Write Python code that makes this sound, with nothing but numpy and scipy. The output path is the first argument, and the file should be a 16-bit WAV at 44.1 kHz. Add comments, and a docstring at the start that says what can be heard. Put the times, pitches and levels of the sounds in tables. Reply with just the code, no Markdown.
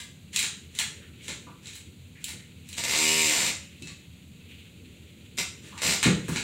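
"""Dog and geared toy on a hardwood floor

A large dog shifts about in a small, lively room, heard through a phone microphone. Its claws click and
scuff on the boards, its pads rub, and its paws thump the floor as it pounces. Something like a geared
plastic toy whirs in one long run and a few short bursts. A low household rumble, a faint hiss and a
soft, swelling rustle lie underneath."""
import sys
import numpy as np
from scipy import signal
from scipy.fft import rfft, irfft
from scipy.io import wavfile
from scipy.ndimage import uniform_filter1d

SR = 44100
rng = np.random.default_rng(int(sys.argv[2]) if len(sys.argv) > 2 else 0)


def inscribe(sig):
    """Save sig as 16-bit PCM at rate SR to the path in sys.argv[1].

    A 1-D sig is mono; a 2-D sig holds one channel per row.
    Samples are clipped to [-1, 1] before scaling.
    """
    pcm = np.round(np.clip(np.atleast_2d(sig).T, -1, 1) * 32767)
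    wavfile.write(sys.argv[1], SR, pcm.astype(np.int16))


N = 283563
TIME = np.arange(N) / SR
# Claws striking the boards. Each row: start in seconds, attack level in dB, low knock in dB,
# high snap in dB.
CLAW_STRIKES = [(0.3608, -17.5, -17, 4), (0.3911, -20, -10, 10), (0.428, -25, 6.5, 5),
                (.7507, -39, -12, 9.5), (0.7885, -20, 2, 10), (.802, -35, 14, -1), (1.281, -30.5, 6, -2),
                (1.3, -38.5, 11, -12), (1.658, -40.5, -2, -10), (1.671, -37, -18, -2), (1.734, -44, -9, 16),
                (1.754, -39.5, -5, 30), (2.2421, -25, -40, 26), (2.283, -34.5, 9, 31),
                (2.304, -40.5, -13, 13), (2.6887, -39, -15, 28), (2.7295, -35.5, -8, 16),
                (3.823, -39, -30, -5), (3.8724, -37.5, -1, -22), (5.778, -36, 12, -16), (6.029, -18, 15, 5),
                (6.054, -25.5, 28.5, -30), (6.2833, -34.5, 28, 30), (6.36, -25.5, 10.5, -30)]


def claw_clicks(walls, chatter_t60=0.022, tick=2.4, chatter=0.58, absorbed_db=-7):
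    """A hard claw tip strikes and chatters for a moment; the boards ring, and a few pings linger."""
    # High modes of the boards. Each row: frequency in Hz, relative level in dB, t60 in seconds.
    tap_modes = [(860, 13, 0.035), (1040, 8, 0.035), (1640, 14, 0.26), (2146, 7.5, 0.12),
                 (2243, 11.5, 0.17), (3090, 10, 0.18), (3800, 8, .03), (4030, 6, 0.019), (6820, 0, 0.053),
                 (7100, -14, 0.07)]
    # Small ringing ticks. Each row: start in seconds, frequency in Hz, level in dB, t60 in seconds.
    pings = [(1.29, 588, -54, 0.46), (3.53, 560, -57, 1), (3.824, 2630, -43, 0.59), (3.825, 4070, -47, 0.2),
             (3.901, 1136, -55, 0.2)]
    out, t = np.zeros(N), TIME[:len(walls)]
    attack_samples = SR // 500  # about 2 ms
    for start, db, knock_db, snap_db in CLAW_STRIKES:
        contact = rng.standard_normal(len(t)) * fade(t, chatter_t60)
        contact[0] += tick
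        direct = unit_energy(convolve(contact, tap_response(knock_db, snap_db)))
        # the strike and its chatter both reach the walls, which swallow the top
        echo = convolve(walls, tap_response(knock_db, snap_db + absorbed_db))
        tail = unit_energy(echo + chatter * convolve(echo, unit_energy(contact)))
        room_gain = undb(5.5 + 0.17 * knock_db)  # more knock, more reverberation
        add(out, start, undb(db) * np.sqrt(attack_samples) * (direct + room_gain * tail))
    out = resonate(out, tap_modes, ring_db=0.5)
    for start, hz, db, t60 in pings:
        add(out, start, undb(db) * np.sin(2 * np.pi * hz * t) * fade(t, t60))
    return out


def tap_response(knock_db, snap_db=0):
    """Colour of a hard contact with the boards, with more or less low knock and high snap."""
    # Spectrum of claw on wood. Each row: frequency in Hz, relative level in dB.
    claw_colour = [(300, -19), (700, -24), (1100, -18.5), (1750, -7), (2400, -2), (3000, -3), (4000, -2.5),
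                   (5200, -12), (7100, -2.5), (8500, -7), (10200, -12.5), (12000, -23.5), (15500, -21.5)]
    hz, db = np.transpose(claw_colour)
    knock_share = lookup([(1600, 0.7), (2500, 0.086)], hz)
    snap_share = lookup([(6500, 0.31), (13000, 0.73)], hz)
    return response(np.c_[hz, db + knock_share * knock_db + snap_share * snap_db])


def paw_thumps(walls, gain_db=31, room_db=-3, thud_db=-4):
    """Soft pads push on the boards, which boom in their low modes over a dull thud."""
    # The dog's weight landing. Each row: start in seconds, relative level in dB, contact in seconds.
    landings = [(.43, -53, .0005), (1.283, -44.5, 0.00028), (1.47, -48.5, 0.00039), (2.331, -50, 0.00066),
                (3.815, -43, 0.0044), (5.846, -35.5, 0.0043), (6.055, -19, 0.0017), (6.071, -19, 0.0027),
                (6.284, -27.5, 0.015), (6.356, -38, 0.0069)]
    # Low modes of the boards. 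Each row: frequency in Hz, relative level in dB, t60 in seconds.
    board_modes = [(82, -22.5, 0.21), (133.5, -5, 0.15), (158.2, -2.5, 0.42), (182, -3.5, 0.088),
                   (233, -4, 0.17), (278.7, -0.5, 0.26), (350.8, -4, 0.23), (480, -8, 0.1)]
    out, t = np.zeros(N), TIME[:SR // 2]
    boom = unit_energy(sum((-1) ** k * undb(db) * np.sin(2 * np.pi * hz * t) * fade(t, t60)
                           for k, (hz, db, t60) in enumerate(board_modes)))
    thud_colour = response([(40, -14.5), (100, -2), (280, 3.5), (500, 0.5), (800, -13.5),
                            (2000, -25), (6000, -77)])
    for start, db, contact_s in landings:
        thud = unit_energy(convolve(rng.standard_normal(len(t)) * fade(t, t60=0.36), thud_colour))
        body = boom + undb(thud_db) * thud
        push = np.exp(-np.pi * t / contact_s)  # a longer contact sounds duller
        add(out, start, undb(db + gain_db) * unit_energy(convolve(body, push)))
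    return out + undb(room_db) * convolve(out, walls)


def toy_gears(walls, teeth=8, mesh_hz=76.8, slip_range_hz=4.5, slip_s=0.0015, buzz_db=-4, rasp_db=-4):
    """Teeth tick in the same uneven pattern on every turn; when they slip, the buzz turns to a rasp."""
    # Colour of the plastic shell. Each row: frequency in Hz, relative level in dB.
    shell_colour = [(80, -14.5), (150, -10), (300, -5.5), (450, -8.5), (650, -8), (1000, -10), (1500, -8.5),
                    (2100, -1), (3100, -4.5), (3900, -2), (5500, -7.5), (7300, -1), (8700, -5.5),
                    (10000, -12.5), (12500, -17), (15500, -18.5)]
    # Resonances of the shell. Each row: frequency in Hz, relative level in dB, t60 in seconds.
    shell_modes = [(472, 1, .07), (940, 1, .07), (1020, 2, .07), (1831, 5, .15), (2048, 0, .1),
                   (2113, 1, .12), (2275, 4, .07), (2613, 4, .12), (2907, 2, .1), (3620, 0, .025),
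                   (4108, 3, .06), (4950, 3, .025), (5102, 2, .1), (5660, -3, .02), (6390, -1, .03),
                   (7095, 9, .4), (7168, 14.5, .3), (7200, 4, .08), (7410, 2, .04), (8420, 2, .02),
                   (11500, 6, .015), (13750, 4, .02), (14150, 3, .02), (14700, 2, .03)]
    speed, drive = gear_motion(mesh_hz)
    slip = np.clip((mesh_hz - speed) / slip_range_hz, 0, 1)  # the teeth mesh cleanly above mesh_hz
    turns = np.cumsum(speed) / SR
    tooth_place = rng.random(teeth)
    tooth_force = undb(2 * rng.standard_normal(teeth))
    tooth_force[0] *= 3.7  # one tooth catches harder than the rest
    tick_s = np.interp(np.arange(int(turns[-1]))[:, None] + tooth_place, turns, TIME)
    tick_s += slip_s * np.interp(tick_s, TIME, slip) * rng.standard_normal(tick_s.shape)
    tick_force = tooth_force * undb(0.5 * rng.standard_normal(tick_s.shape))
    tick_index = np.clip(tick_s * SR, 0, N - 1).astype(int)
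    ticks = np.bincount(tick_index.ravel(), tick_force.ravel(), N)
    # the ticks carry the pitch in the lows and mids
    buzz = butterworth(unit(ticks - ticks.mean()), 1, 4500, "low") * np.sqrt(2)
    # each tooth scrapes as it lets go, which fills the treble
    scrape = unit(convolve(ticks, fade(TIME[:SR // 50], t60=0.024))) * rng.standard_normal(N)
    rasp = butterworth(scrape, 2, 2600, "high")
    whir = drive * (undb(buzz_db) * buzz + undb(rasp_db) * rasp)
    coloured = convolve(whir, response(shell_colour))
    return in_room(resonate(coloured, shell_modes, ring_db=2), walls)


def gear_motion(mesh_hz, peak_share=0.41, sag_hz_per_s2=100, db_per_hz=0.16,
                attack_s=0.0086, release_s=0.012):
    """Speed and strength of the gears: each run spins up and runs down in an arch, louder when faster."""
    # Runs of the toy. Each row: start and length in seconds, relative level in dB,
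    # top speed in turns per second.
    runs = [(2.765, .03, -27, 58.2), (2.826, 0.029, -25, 64.05), (2.874, .618, -25.5, 78.88),
            (5.37, 0.031, -23.5, 62.02), (5.809, 0.13, -25, 67.77)]
    speed, drive = np.full(N, float(mesh_hz)), np.zeros(N)
    for start, length, db, top_hz in runs:
        t = TIME - start
        gate = np.clip(t / attack_s, 0, 1) * np.clip((length - t) / release_s + 0.5, 0, 1)
        sag_hz = sag_hz_per_s2 * (t - peak_share * length) ** 2
        speed = np.where(gate > 0, top_hz - sag_hz, speed)
        drive += gate * undb(db - db_per_hz * sag_hz)
    return speed, drive


def claw_scuffs(walls, grain_db=3):
    """Sliding claws catch and slip in dense, uneven grains."""
    # Claw slides, some alone and some leading into a strike. Each row: start and length in seconds,
    # relative level in dB, knock in dB.
    slides = [(0, 0.01, -36, 11.5), (0.327, 0.047, -38.5, 0), (1.216, 0.036, -51, -2),
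              (5.616, 0.089, -51.5, 15.5), (6.32, .095, -41.5, 14)]
    dry = np.zeros(N)
    grains = unit(rng.standard_normal(N) * undb(grain_db * np.minimum(rng.exponential(size=N), 5)))
    for start, length, db, knock_db in slides + claw_drags():
        slide = slide_envelope(start, length, db, taper=0.3)
        dry += convolve(slide * grains, tap_response(knock_db))
    return in_room(dry, walls)


def claw_drags(lead_s=0.046, length_s=0.098, drag_db=-48, reference_strike_db=-18.5, drag_knock_db=3):
    """A claw slides briefly as it lands; harder and heavier strikes drag more, a thin tick hardly."""
    slides = []
    for start, strike_db, knock_db, _ in CLAW_STRIKES:
        db = drag_db + 0.42 * (strike_db - reference_strike_db) + 0.13 * knock_db
        slides.append((start - lead_s, length_s, db, drag_knock_db))
    return slides


def pad_rubs(walls, width_octaves=0.59):
    """A pad rubs over the wood for a moment and rings one broad resonance."""
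    # Soft rubs. Each row: start and length in seconds, centre in Hz, relative level in dB.
    rubs = [(1.008, 0.038, 1590, -56.5), (1.463, 0.027, 1100, -48.5), (2.148, 0.036, 2200, -52),
            (2.392, 0.02, 2090, -54), (5.715, 0.056, 1080, -50)]
    dry = np.zeros(N)
    for start, length, hz, db in rubs:
        edges_hz = hz * 2 ** (np.array([-0.5, 0.5]) * width_octaves)
        friction = unit(butterworth(rng.standard_normal(N), 2, edges_hz, "band"))
        dry += slide_envelope(start, length, db, taper=0.5) * friction
    return in_room(dry, walls)


def room_tone(rumble_db=-49.5, hiss_db=-61.5, waver_db=3, flicker_db=2.5):
    """Low household rumble, wavering low mids, a faint steady hiss and a soft, flickering rustle."""
    # Spectra of the rumble and the hiss. Each row: frequency in Hz, relative level in dB.
    rumble_colour = [(15, -51), (25, -28), (48, -10), (58, -19), (80, 4.5), (108, -4), (160, -2.5),
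                     (255, -7.5), (320, -21.5), (430, -24.5), (656, -31), (1400, -36), (1820, -80)]
    hiss_colour = [(710, -42), (1200, -28), (1380, -9), (1860, -14.5), (2070, -5), (2830, -12), (3080, -6),
                   (3980, -3), (4480, -7.5), (5310, -21), (7020, -6), (10100, -15.5), (15500, -17.5)]
    low_mids = np.zeros(N)
    for hz, db in [(330, -0.5), (430, -2), (540, -9.5)]:
        band = [(hz * 0.6, -40), (hz * 0.9, 0), (hz * 1.1, 0), (hz * 1.4, -40), (hz * 4, -90)]
        low_mids += coloured_noise(band) * undb(db + waver_db * waver(count=70))
    rustle = coloured_noise([(1000, -24), (1800, -7), (2600, 5), (4000, -3.5), (5200, -21.5),
                             (7000, -14), (11000, -22)])
    rustle *= undb(flicker_db * waver(count=320))
    rustle_gain, mids_gain = swell_gains()
    rumble = coloured_noise(rumble_colour) * undb(rumble_db)
    hiss = coloured_noise(hiss_colour) * undb(hiss_db)
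    return rumble + low_mids * mids_gain + hiss + rustle * rustle_gain


def swell_gains(rustle_rest_db=-69, mids_rest_db=-74.5):
    """Gains of the rustle and of the low mids: a resting level with bell-shaped swells on top."""
    # Soft swells. Each row: middle and half width in seconds, rustle gain in dB, low-mid gain in dB.
    swells = [(1.15, 0.82, -59, -63), (2.549, 0.2, -61, -67.5), (3.7, 0.47, -58, -68.5),
              (4.56, .12, -55, -72), (4.95, 0.35, -60, -64), (6.3, 0.52, -50, -52.5)]
    rustle_power, mids_power = undb(rustle_rest_db) ** 2, undb(mids_rest_db) ** 2
    for middle, half_width, rustle_db, mids_db in swells:
        bell = np.exp(-((TIME - middle) / half_width) ** 2)
        rustle_power += bell * undb(rustle_db) ** 2
        mids_power += bell * undb(mids_db) ** 2
    return np.sqrt(rustle_power), np.sqrt(mids_power)


def room_response(first_echo_s=0.0041, build_s=0.0012, echo_db=2, blur_s=0.037):
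    """Distinct early echoes off the near walls thicken into a tail whose treble dies first."""
    # Decay of the room. Each row: frequency in Hz, t60 in seconds.
    decay = [(120, 0.46), (500, 0.31), (1400, 0.4), (3700, 0.39), (7500, .4), (14000, 0.24)]
    t = TIME[:SR * 3 // 4]
    echoes = rng.standard_normal(len(t))
    echoes *= undb(echo_db * np.minimum(rng.exponential(size=len(t)), 5) * np.exp(-t / blur_s))
    echoes /= np.sqrt(uniform_filter1d(echoes ** 2, size=600))
    spectrum, hz = rfft(echoes), np.fft.rfftfreq(len(t), 1 / SR)
    centres = np.transpose(decay)[0]
    tail = np.zeros(len(t))
    for (_, t60), share in zip(decay, np.eye(len(decay))):
        band = irfft(spectrum * lookup(np.c_[centres, share], hz), len(t))
        tail += band * fade(t, t60)
    onset = 1 - np.exp(-np.maximum(t - first_echo_s, 0) / build_s)
    return unit_energy(tail * onset)


def in_room(x, walls, direct_db=-4):
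    """What reaches the microphone: the direct sound and its reverberation."""
    return undb(direct_db) * x + convolve(x, walls)


def slide_envelope(start, length, db, taper):
    """Strength of one slide, with soft ends and silence around it."""
    envelope = np.zeros(N)
    add(envelope, start, undb(db) * signal.windows.tukey(int(length * SR), taper))
    return envelope


def resonate(x, modes, ring_db):
    """Add the ringing of (Hz, dB, t60) modes that x excites."""
    t = TIME[:SR // 2]
    ring = sum(undb(db) * np.cos(2 * np.pi * hz * t) * fade(t, t60) / fade(t, t60).sum()
               for hz, db, t60 in modes)
    return x + undb(ring_db) * convolve(x, ring)


def coloured_noise(points):
    """Steady noise of rms 1 with the given (Hz, dB) spectrum."""
    return unit(convolve(rng.standard_normal(N), response(points, size=16384)))


def waver(count):
    """A random curve through count points, with a spread near 1."""
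    return np.interp(TIME, np.linspace(0, TIME[-1], count), rng.standard_normal(count))


def response(points, size=2048):
    """Minimum-phase impulse response with the given (Hz, dB) spectrum."""
    gain = undb(lookup(points, np.fft.rfftfreq(size, 1 / SR)))
    cepstrum = irfft(np.log(gain))
    cepstrum[1:size // 2] *= 2
    cepstrum[size // 2 + 1:] = 0
    return unit_energy(irfft(np.exp(rfft(cepstrum))))


def lookup(points, hz):
    """Read (Hz, value) points on a log-frequency axis."""
    point_hz, value = np.transpose(points)
    return np.interp(np.log(np.maximum(hz, 1)), np.log(point_hz), value)


def butterworth(x, order, hz, kind):
    """Low-, high- or band-pass x."""
    return signal.sosfilt(signal.butter(order, hz, kind, fs=SR, output="sos"), x)


def convolve(x, h):
    """Pass x through the response h."""
    return signal.fftconvolve(x, h)[:len(x)]


def fade(t, t60):
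    """Exponential decay that loses 60 dB in t60."""
    return np.exp(-np.log(1000) * t / t60)


def add(out, start, x):
    """Mix x into out from start seconds on."""
    i = max(int(start * SR), 0)
    out[i:i + len(x)] += x[:max(N - i, 0)]


def undb(db):
    """Decibels to gain."""
    return 10 ** (np.asarray(db) / 20)


def unit(x):
    """Scale to rms 1."""
    return x / np.sqrt(np.mean(x ** 2))


def unit_energy(x):
    """Scale so that the squares sum to 1."""
    return x / np.sqrt(np.sum(x ** 2))


def scene():
    """Dog and toy share one room, heard in mono over its room tone."""
    walls = room_response()
    dog = claw_clicks(walls) + claw_scuffs(walls) + paw_thumps(walls)
    return (dog + toy_gears(walls) + pad_rubs(walls) + room_tone())[None]


def record(dry, bass_hz=50, top_hz=15750):
    """The phone microphone drops the deepest bass and cuts the top steeply."""
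    thinned = butterworth(dry, 3, bass_hz, "high")
    return signal.sosfilt(signal.ellip(12, 0.2, 80, top_hz, fs=SR, output="sos"), thinned)


dry = scene()
out = record(dry)
inscribe(out)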